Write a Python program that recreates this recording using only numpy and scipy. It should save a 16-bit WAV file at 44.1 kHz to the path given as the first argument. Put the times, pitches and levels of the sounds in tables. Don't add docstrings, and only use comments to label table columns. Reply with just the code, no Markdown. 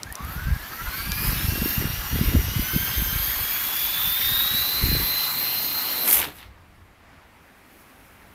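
import sys
import numpy as np
from scipy import signal
from scipy.io import wavfile
from scipy.ndimage import uniform_filter1d

SR = 44100
rng = np.random.default_rng(int(sys.argv[2]) if len(sys.argv) > 2 else 0)


def invert_db(level):
    return 10 ** (np.asarray(level, dtype=float) / 20)


def pcm_store(signal):
    levels = np.round(np.clip(np.atleast_2d(signal), -1, 1) * 32767)
    wavfile.write(sys.argv[1], SR, levels.astype(np.int16).T)


N = 368097

# (time [s], level [dB], centre [Hz])
HISS_TRACK = [(0, -60, 12000), (.2, -50.5, 12300), (.32, -41, 12200), (.4, -46.5, 12500), (.62, -45, 12900),
              (.8, -41, 12400), (.95, -35, 12200), (1.1, -36, 11800), (1.26, -27.5, 11100),
              (1.42, -31.5, 10900), (1.6, -30.5, 12200), (1.69, -27.5, 12900), (1.87, -35.5, 12300),
              (2.36, -32, 12500), (2.5, -35.5, 12300), (2.71, -29.5, 12870), (3.07, -29, 12600),
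              (4.23, -24.5, 14400), (4.6, -26.5, 12200), (5.3, -28.5, 12300), (5.7, -28.5, 13400),
              (6.06, -27.5, 12700)]
# (frequency [Hz], level per Hz [dB])
RUMBLE_COLOUR = [(12, -3), (30, -6), (60, -6), (78, 1.5), (98, -12.5), (200, -20.5)]


def evened(x):
    return x / np.sqrt(np.mean(x ** 2) + 1e-20)


def curves(rows):
    s, *columns = np.transpose(rows)
    return [np.interp(np.arange(N) / SR, s, c) for c in columns]


def inside(rows, fade_s):
    t = np.arange(N) / SR
    return np.clip(np.minimum(t - rows[0][0], rows[-1][0] - t) / fade_s + 1, 0, 1)


def slow(per_s):
    width = round(SR / per_s)
    return evened(uniform_filter1d(uniform_filter1d(rng.standard_normal(N), width), width))


def noise(colour, patchy_db, size, lift_db=0):
    hz, frames = np.fft.rfftfreq(size, 1 / SR), 4 * N // size + 5
    a, b, patches = rng.standard_normal((frames, len(hz), 3)).T
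    patches = uniform_filter1d(patches, size // 80, 0)
    patches = evened(uniform_filter1d(patches, 14000 // size, 1))
    f, db = np.transpose(colour)
    colour_db = np.interp(np.log(hz + 1), np.log(f), db, -90, -90)[:, None]
    z = (a + 1j * b) * invert_db(colour_db + patchy_db * patches + lift_db)
    return evened(signal.istft(z, nperseg=size, noverlap=size * 3 // 4)[1][:N])


def add(mix, s, sound):
    part = mix[max(round(s * SR), 0):][:len(sound)]
    part += sound[:len(part)]


def swell(s, hold_s, db, rise_db_per_s, fall_db_per_s):
    since = np.arange(N) / SR - s
    down_db = np.maximum(-rise_db_per_s * since, fall_db_per_s * (since - hold_s))
    return invert_db(db - np.maximum(down_db, 0))


def joined(gains):
    return np.sqrt(sum(np.square(g) for g in gains))


def motor_shaft():
    # (time [s], shaft speed [turns/s])
    speed = [(0.0, 63.0), (0.2, 111.9), (0.4, 147.8), (0.6, 169.9), (0.7, 176.6), (1.0, 225.7),
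             (1.2, 243.5), (1.48, 270.3), (2.0, 285.8), (2.3, 284.2), (2.5, 288.2), (2.87, 318.2),
             (3.07, 313.2), (3.4, 329.9), (3.65, 335.5), (4.1, 354.5), (4.3, 368.6), (4.75, 405.5),
             (4.88, 409.6), (5.05, 405.8), (5.27, 407.4), (5.42, 413.0), (5.92, 415.3), (6.13, 397.0)]
    (shaft_hz,) = curves(speed)
    return shaft_hz, 2 * np.pi * np.cumsum(shaft_hz) / SR


def gear_whine(shaft_hz, turns, throb):
    # (pitch [Hz], level [dB])
    mesh = [(700, -70), (1100, -41.5), (1300, -43), (1600, -39), (1770, -46.5), (2150, -46), (2330, -45),
            (2430, -39), (2630, -50), (2730, -40), (2860, -45.5), (3130, -40.5), (3300, -43), (3480, -33),
            (3750, -27), (4070, -30), (4150, -32)]
    # (pitch [Hz], level [dB])
    double = [(1240, -47), (1800, -43), (2600, -78), (3800, -72), (4250, -47), (4850, -42), (5700, -44.5),
              (6050, -41), (6900, -47), (7400, -62), (8100, -60), (8300, -54)]
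    teeth, fade_start_s, fade_db_per_s = 10, 4.85, 3.5
    t = np.arange(N) / SR
    mesh_db = np.interp(teeth * shaft_hz, *np.transpose(mesh))
    mesh_db -= fade_db_per_s * np.maximum(t - fade_start_s, 0)
    double_db = np.interp(2 * teeth * shaft_hz, *np.transpose(double))
    phase = teeth * turns + .55 * slow(per_s=90)
    tones = invert_db(mesh_db + 1.8 * slow(per_s=45)) * (.55 + .45 * throb) * np.cos(phase)
    tones += invert_db(mesh_db - 5.5) * slow(per_s=990) * np.cos(teeth * turns + 1)
    tones += invert_db(double_db) * (.6 + .65 * slow(per_s=250)) * np.cos(2 * teeth * turns)
    return tones


def load_hum(shaft_hz, turns, throb):
    # (time [s], hold [s], level [dB])
    fifth_swells = [(.85, .12, -47.5), (2.684, 0.14, -38.5), (3.05, 0.1, -44), (4.296, 0.24, -41.5),
                    (5.05, .3, -44.5)]
    # (time [s], hold [s], level [dB])
    seventh_swells = [(.79, .16, -39), (1.05, 0.16, -44), (2.55, .25, -44), (3.2, 0.58, -48),
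                      (4.5, .25, -47)]
    loaded_turns_per_s, faint_db = 206, -50
    rise_db_per_s, fall_db_per_s = 136, 66
    faint = invert_db(faint_db) * np.clip((shaft_hz - loaded_turns_per_s) / 30, 0, 1)
    fifth, seventh = [joined([faint] + [swell(*row, rise_db_per_s, fall_db_per_s) for row in rows])
                      for rows in (fifth_swells, seventh_swells)]
    phase = 7 * turns + 0.62 * slow(per_s=110)
    hum = seventh * invert_db(1.3 * slow(per_s=47)) * throb * np.cos(phase)
    return hum + fifth * invert_db(0.6 * slow(per_s=75)) * throb * np.cos(5 * turns)


def shaft_orders(shaft_hz, turns, throb, whirr_db):
    # (multiple of the shaft speed [1], level relative to the whirr before growth and resonance [dB])
    orders = [(3, -25), (6, -15), (9, -20.5), (9.42, -30), (11, -16.5), (13, -18.5), (15, -31),
              (29.4, -42.5), (30, -26)]
    # (frequency [Hz], width [Hz], gain [dB]); the airframe's below 7 kHz, then a bright peak near
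    # 12 kHz
    resonances = [(1343, 75, 13), (1640, 82, 13), (1970, 270, -19), (4620, 580, 6), (6600, 510, 18),
                  (12300, 1100, 19)]
    growth_db_per_octave, full_turns_per_s = 7.5, 433
    grown_db = growth_db_per_octave * np.log2(shaft_hz / full_turns_per_s)
    tones = np.zeros(N)
    for order, db in orders:
        hz = order * shaft_hz
        ring_db = sum(lift / (1 + (2 * (hz - f) / w) ** 2) for f, w, lift in resonances)
        level_db = whirr_db + db + grown_db + ring_db + 4.1 * slow(per_s=8)
        phase = order * turns + .04 * order * slow(per_s=110)
        tones += invert_db(level_db) * throb * np.cos(phase)
    return tones


def frame_rattle(knock):
    # (time [s], level [dB])
    rattle = [(.4, -42), (.8, -47), (1.2, -50), (1.4, -44), (1.9, -52), (2.3, -51), (2.6, -59), (3.2, -47),
              (3.7, -48), (4.6, -45.5), (5.2, -71)]
    # (frequency [Hz], level per Hz [dB])
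    ring = [(1000, -13), (1250, -11), (1340, 9), (1470, -15.5), (1620, 14.5), (1750, -9), (2200, -60.5)]
    (rattle_db,) = curves(rattle)
    gain = invert_db(rattle_db + 2 * slow(per_s=6.3)) * knock
    return gain * noise(ring, 0.55, size=1024) * inside(rattle, 0.026)


def rotor_hiss(turns, hiss_db, bins_hz, centre_hz):
    # (frequency [Hz], level per Hz [dB])
    hiss_colour = [(5000, -32), (8000, -41), (10000, -14.5), (12000, -2), (14500, -0.5), (16000, -16)]
    tail_ratio = 7 / 12
    peak_db = 6 / (1 + ((bins_hz - centre_hz) / 700) ** 2)
    pulse = 1 + 0.16 * np.cos(tail_ratio * turns) + 0.075 * np.cos(2 * tail_ratio * turns)
    pulse += 0.066 * np.cos(turns)
    gain = invert_db(hiss_db + 0.95 * slow(per_s=300) + 0.86 * slow(per_s=14))
    return gain * pulse * noise(hiss_colour, 1.14, size=256, lift_db=peak_db)


def whirr(whirr_db, bins_hz, frame_shaft_hz):
    # (frequency [Hz], level per Hz [dB])
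    whirr_colour = [(250, -13.5), (600, -16.5), (1000, -7), (1900, -6), (3000, -7.5), (4500, -8.5),
                    (6000, -11.5), (8000, -17.5), (11000, -12)]
    lift_off_s, away_db_per_s = 5.27, 1.86
    dull_db = -11 * np.clip(1 - frame_shaft_hz / 260, 0, 1) / (1 + (2300 / (bins_hz + 1)) ** 6)
    away_db = away_db_per_s * np.maximum(np.arange(N) / SR - lift_off_s, 0)
    gain = invert_db(whirr_db - away_db + 0.27 * slow(per_s=90))
    return gain * noise(whirr_colour, 2.3, size=256, lift_db=dull_db)


def helicopter():
    rotor_ratio, stall_s, stall_fade_s = 1 / 14, 6.03, .085
    shaft_hz, turns = motor_shaft()
    hiss_db, hiss_hz = curves(HISS_TRACK)
    whirr_db = -33.5 + 0.42 * (hiss_db + 29)
    knock = evened((1 + np.cos(rotor_ratio * turns)) ** 1.6)
    slack = np.interp(shaft_hz, [275, 300], [.65, .45])
    throb = 1 + slack * (knock - 1)
    tones = gear_whine(shaft_hz, turns, throb) + load_hum(shaft_hz, turns, throb)
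    tones += shaft_orders(shaft_hz, turns, throb, whirr_db)
    running = np.clip(1 - (np.arange(N) / SR - stall_s) / stall_fade_s, 0, 1)
    bins_hz = np.fft.rfftfreq(256, 1 / SR)[:, None]
    at = np.minimum(np.arange(N // 64 + 5) * 64, N - 1)
    air = whirr(whirr_db, bins_hz, shaft_hz[at]) + rotor_hiss(turns, hiss_db, bins_hz, hiss_hz[at])
    return np.sqrt(2) * tones * running + frame_rattle(knock) + air * inside(HISS_TRACK, 0.04587)


def puff(hz):
    u = np.arange(-1.5, 1.5, hz / SR)
    return np.cos(2 * np.pi * u + .5) * np.exp(-(u / .5) ** 2)


def wind():
    # (time [s], hold [s], big-eddy level [dB], small eddies relative to big [dB])
    gust_rows = [(0.044, .06, -38.5, -16), (0.207, 0.17, -30.5, -14.5), (0.439, .09, -22, -30),
                 (0.812, 0.048, -28, -21), (0.972, 0.19, -29.5, -17), (1.204, .16, -24.5, -16),
                 (1.41, 0.12, -27, -9), (1.526, 0.17, -29.5, -7.5), (1.773, 0.077, -23.5, -9),
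                 (1.877, 0.16, -31.5, -16), (2.14, 0.1, -20.5, -11.5), (2.292, 0.068, -15.5, -11),
                 (2.414, 0.2, -26, -12.5), (2.729, 0.028, -25.5, -4), (2.823, 0.22, -30, -10),
                 (3.0, 0.166, -28, -18), (3.196, .26, -37.5, -26), (4.041, 0.047, -35, -15.5),
                 (4.253, 0.075, -36, -12.5), (4.368, .38, -44.5, -7.5), (4.504, 0.044, -34, -6.5),
                 (4.82, 0.16, -25, -5), (5.0, .09, -33.5, -16)]
    # (centre time [s], level [dB], frequency [Hz])
    puffs = [(1.49, -10.5, 82), (1.621, -12.5, 180), (1.66, -13.5, 270), (1.781, -13.5, 127),
             (2.214, -9.5, 158), (2.352, -6.5, 191), (2.596, -14.5, 201), (2.764, -8.5, 175)]
    rise_db_per_s, fall_db_per_s = 500, 212
    breeze_db, breeze_small_db, calm_s = -45.5, -57.5, 5.1
    big, small = np.zeros(N), np.zeros(N)
    for eddies, sizes_hz, per_s in ((big, (43.7, 58.4, 78.5, 103, 137.5), 30),
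                                    (small, (157.6, 193, 224, 300, 400), 40)):
        for hz in sizes_hz:
            train = rng.standard_normal(N) * (rng.random(N) < per_s / SR)
            add(eddies, 0, signal.oaconvolve(train, puff(hz), "same") * (hz / sizes_hz[0]) ** -.3)
    breeze = np.clip((calm_s - np.arange(N) / SR) / 0.15 + 1, 0, 1)
    gusts = [(swell(*row, rise_db_per_s, fall_db_per_s), invert_db(small_db)) for *row, small_db in gust_rows]
    out = joined([invert_db(breeze_db) * breeze] + [g for g, _ in gusts]) * evened(big)
    out += joined([invert_db(breeze_small_db) * breeze] + [g * share for g, share in gusts]) * evened(small)
    for s, db, hz in puffs:
        add(out, s - 1.5 / hz, -invert_db(db) * puff(hz))
    return out


def garden():
    # (time [s], rumble level [dB], yard level [dB], rustle level [dB])
    levels = [(3.4, -59, -46, -64), (5.3, -50.5, -59.5, -70), (6.1, -56, -44, -66),
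              (6.5, -47.5, -54.5, -72), (6.8, -49, -55.5, -71), (7.0, -57, -54.5, -73),
              (7.12, -50, -51.5, -73), (7.3, -55.5, -53.5, -70.5), (7.8, -58.5, -52, -59.5),
              (8.35, -49, -52, -62)]
    # (time [s], frequency [Hz], level [dB])
    hum_track = [(5.12, 128.3, -54), (5.226, 143, -50), (5.76, 129, -53)]
    # (frequency [Hz], level per Hz [dB])
    yard_colour = [(60, -32), (110, -10.5), (250, -1), (450, -9.5), (800, -6), (1400, -8), (2100, -8.5),
                   (3000, -16), (6000, -27), (15800, -36)]
    # (frequency [Hz], level per Hz [dB])
    rustle_colour = [(1500, -6.5), (3000, -6), (5000, 7), (8000, 6.5), (11500, 14.5), (14000, 13),
                     (16000, 7)]
    rumble_db, yard_db, rustle_db = curves(levels)
    hum_hz, hum_db = curves(hum_track)
    hum = np.sqrt(2) * invert_db(hum_db) * np.cos(2 * np.pi * np.cumsum(hum_hz) / SR) * inside(hum_track, .03)
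    yard = invert_db(yard_db) * noise(yard_colour, 1., size=1024)
    rustle = invert_db(rustle_db + .8 * slow(per_s=40)) * noise(rustle_colour, 1.2, size=512)
    return invert_db(rumble_db) * noise(RUMBLE_COLOUR, 1.07, size=2048) + yard + rustle + hum


def snaps():
    # (time [s], peak level [dB], ring frequency [Hz])
    snap_rows = [(0.0323, -15, 4640), (0.125, -19.5, 12100), (0.154, -16, 5550), (0.249, -24, 12900),
                 (1.1192, -7.5, 3470), (6.0776, -12, 2200), (6.095, -15, 14600), (6.102, -11, 9500),
                 (6.111, -7.5, 4470), (6.134, -14, 13000), (6.1767, -18, 11400), (6.1898, -15.5, 2200),
                 (6.2004, -9.5, 11800)]
    out, t = np.zeros(N), np.arange(900) / SR
    burst = signal.lfilter([1, 0, -.5], [1], rng.standard_normal((len(snap_rows), len(t))))
    shape = (np.exp(-t / .0007) + .08 * np.exp(-t / .005)) * np.minimum(t / .0004, 1)
    for (s, db, hz), crack in zip(snap_rows, burst):
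        ring = signal.lfilter(*signal.iirpeak(hz, 2.5, SR), crack)
        snap = (0.21 * crack + ring) * shape
        add(out, s, invert_db(db) * snap / abs(snap).max())
    return out


def downwash():
    # (time [s], level [dB])
    wash_track = [(4.6, -50), (5.3, -45.5), (6.1, -39.5), (6.2, -39), (6.29, -41.5), (6.34, -56)]
    # (frequency [Hz], level per Hz [dB])
    wash_colour = [(90, -25), (150, -6), (280, 0.5), (500, -6), (900, -1.5), (1350, -22), (2100, -9),
                   (4000, -19.5)]
    (wash_db,) = curves(wash_track)
    return invert_db(wash_db) * inside(wash_track, .1) * noise(wash_colour, 2.3, size=1024)


def crash():
    # (time [s], hold [s], level [dB])
    scrapes = [(6.08, 0.16, -29.5), (6.387, 0.041, -47)]
    # (time [s], level [dB], time to 10 dB down, sign ignored [s])
    swishes = [(6.137, -16, 0.07), (6.375, -48.5, -0.06)]
    # (time [s], hold [s], level [dB])
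    thud = (6.17, 0.0206, -38.5)
    # (frequency [Hz], level per Hz [dB])
    grass_colour = [(150, -34), (300, -4.5), (450, -10), (1000, 3.5), (2000, 4.5), (3600, 2.5),
                    (6000, -9.5), (9000, -28)]
    # (frequency [Hz], level per Hz [dB])
    swish_colour = [(4000, -20), (7000, -14.5), (10000, -8), (12900, -1.5), (15000, -6), (16000, -25)]
    rise_db_per_s, fall_db_per_s = 400, 225
    t = np.arange(N) / SR
    scrape = joined(swell(*row, rise_db_per_s, fall_db_per_s) for row in scrapes)
    swish = joined(invert_db(db - 10 * abs((t - s) / half) ** 1.38) for s, db, half in swishes)
    swish = swish * np.clip((t - HISS_TRACK[-1][0]) / .03 + 1, 0, 1)
    hits = invert_db(3 * np.minimum(rng.exponential(1, N), 3)) * (rng.random(N) < 900 / SR)
    crackle = evened(1 + .5 * signal.lfilter([1], [1, -np.exp(-1 / (0.00078 * SR))], hits))
    grass = scrape * crackle * noise(grass_colour, 2.2, size=256)
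    grass += swish * crackle * noise(swish_colour, 2.2, size=256)
    return grass + swell(*thud, rise_db_per_s, fall_db_per_s) * noise(RUMBLE_COLOUR, 1.1, size=2048)


def scene():
    mono = helicopter() + wind() + garden() + snaps() + downwash() + crash()
    return np.array([mono, mono])


def band_limit(x):
    return signal.sosfilt(signal.butter(12, 16490, fs=SR, output="sos"), x)


def record(dry):
    edge_hz = 15730
    low_cut = signal.sosfilt(signal.butter(1, 45, "high", fs=SR, output="sos"), dry)
    edge = signal.firwin(511, edge_hz, window=("kaiser", 9), fs=SR)
    mix = signal.oaconvolve(low_cut, edge[None], "same")
    return band_limit(mix)


dry = scene()
out = record(dry)
pcm_store(out)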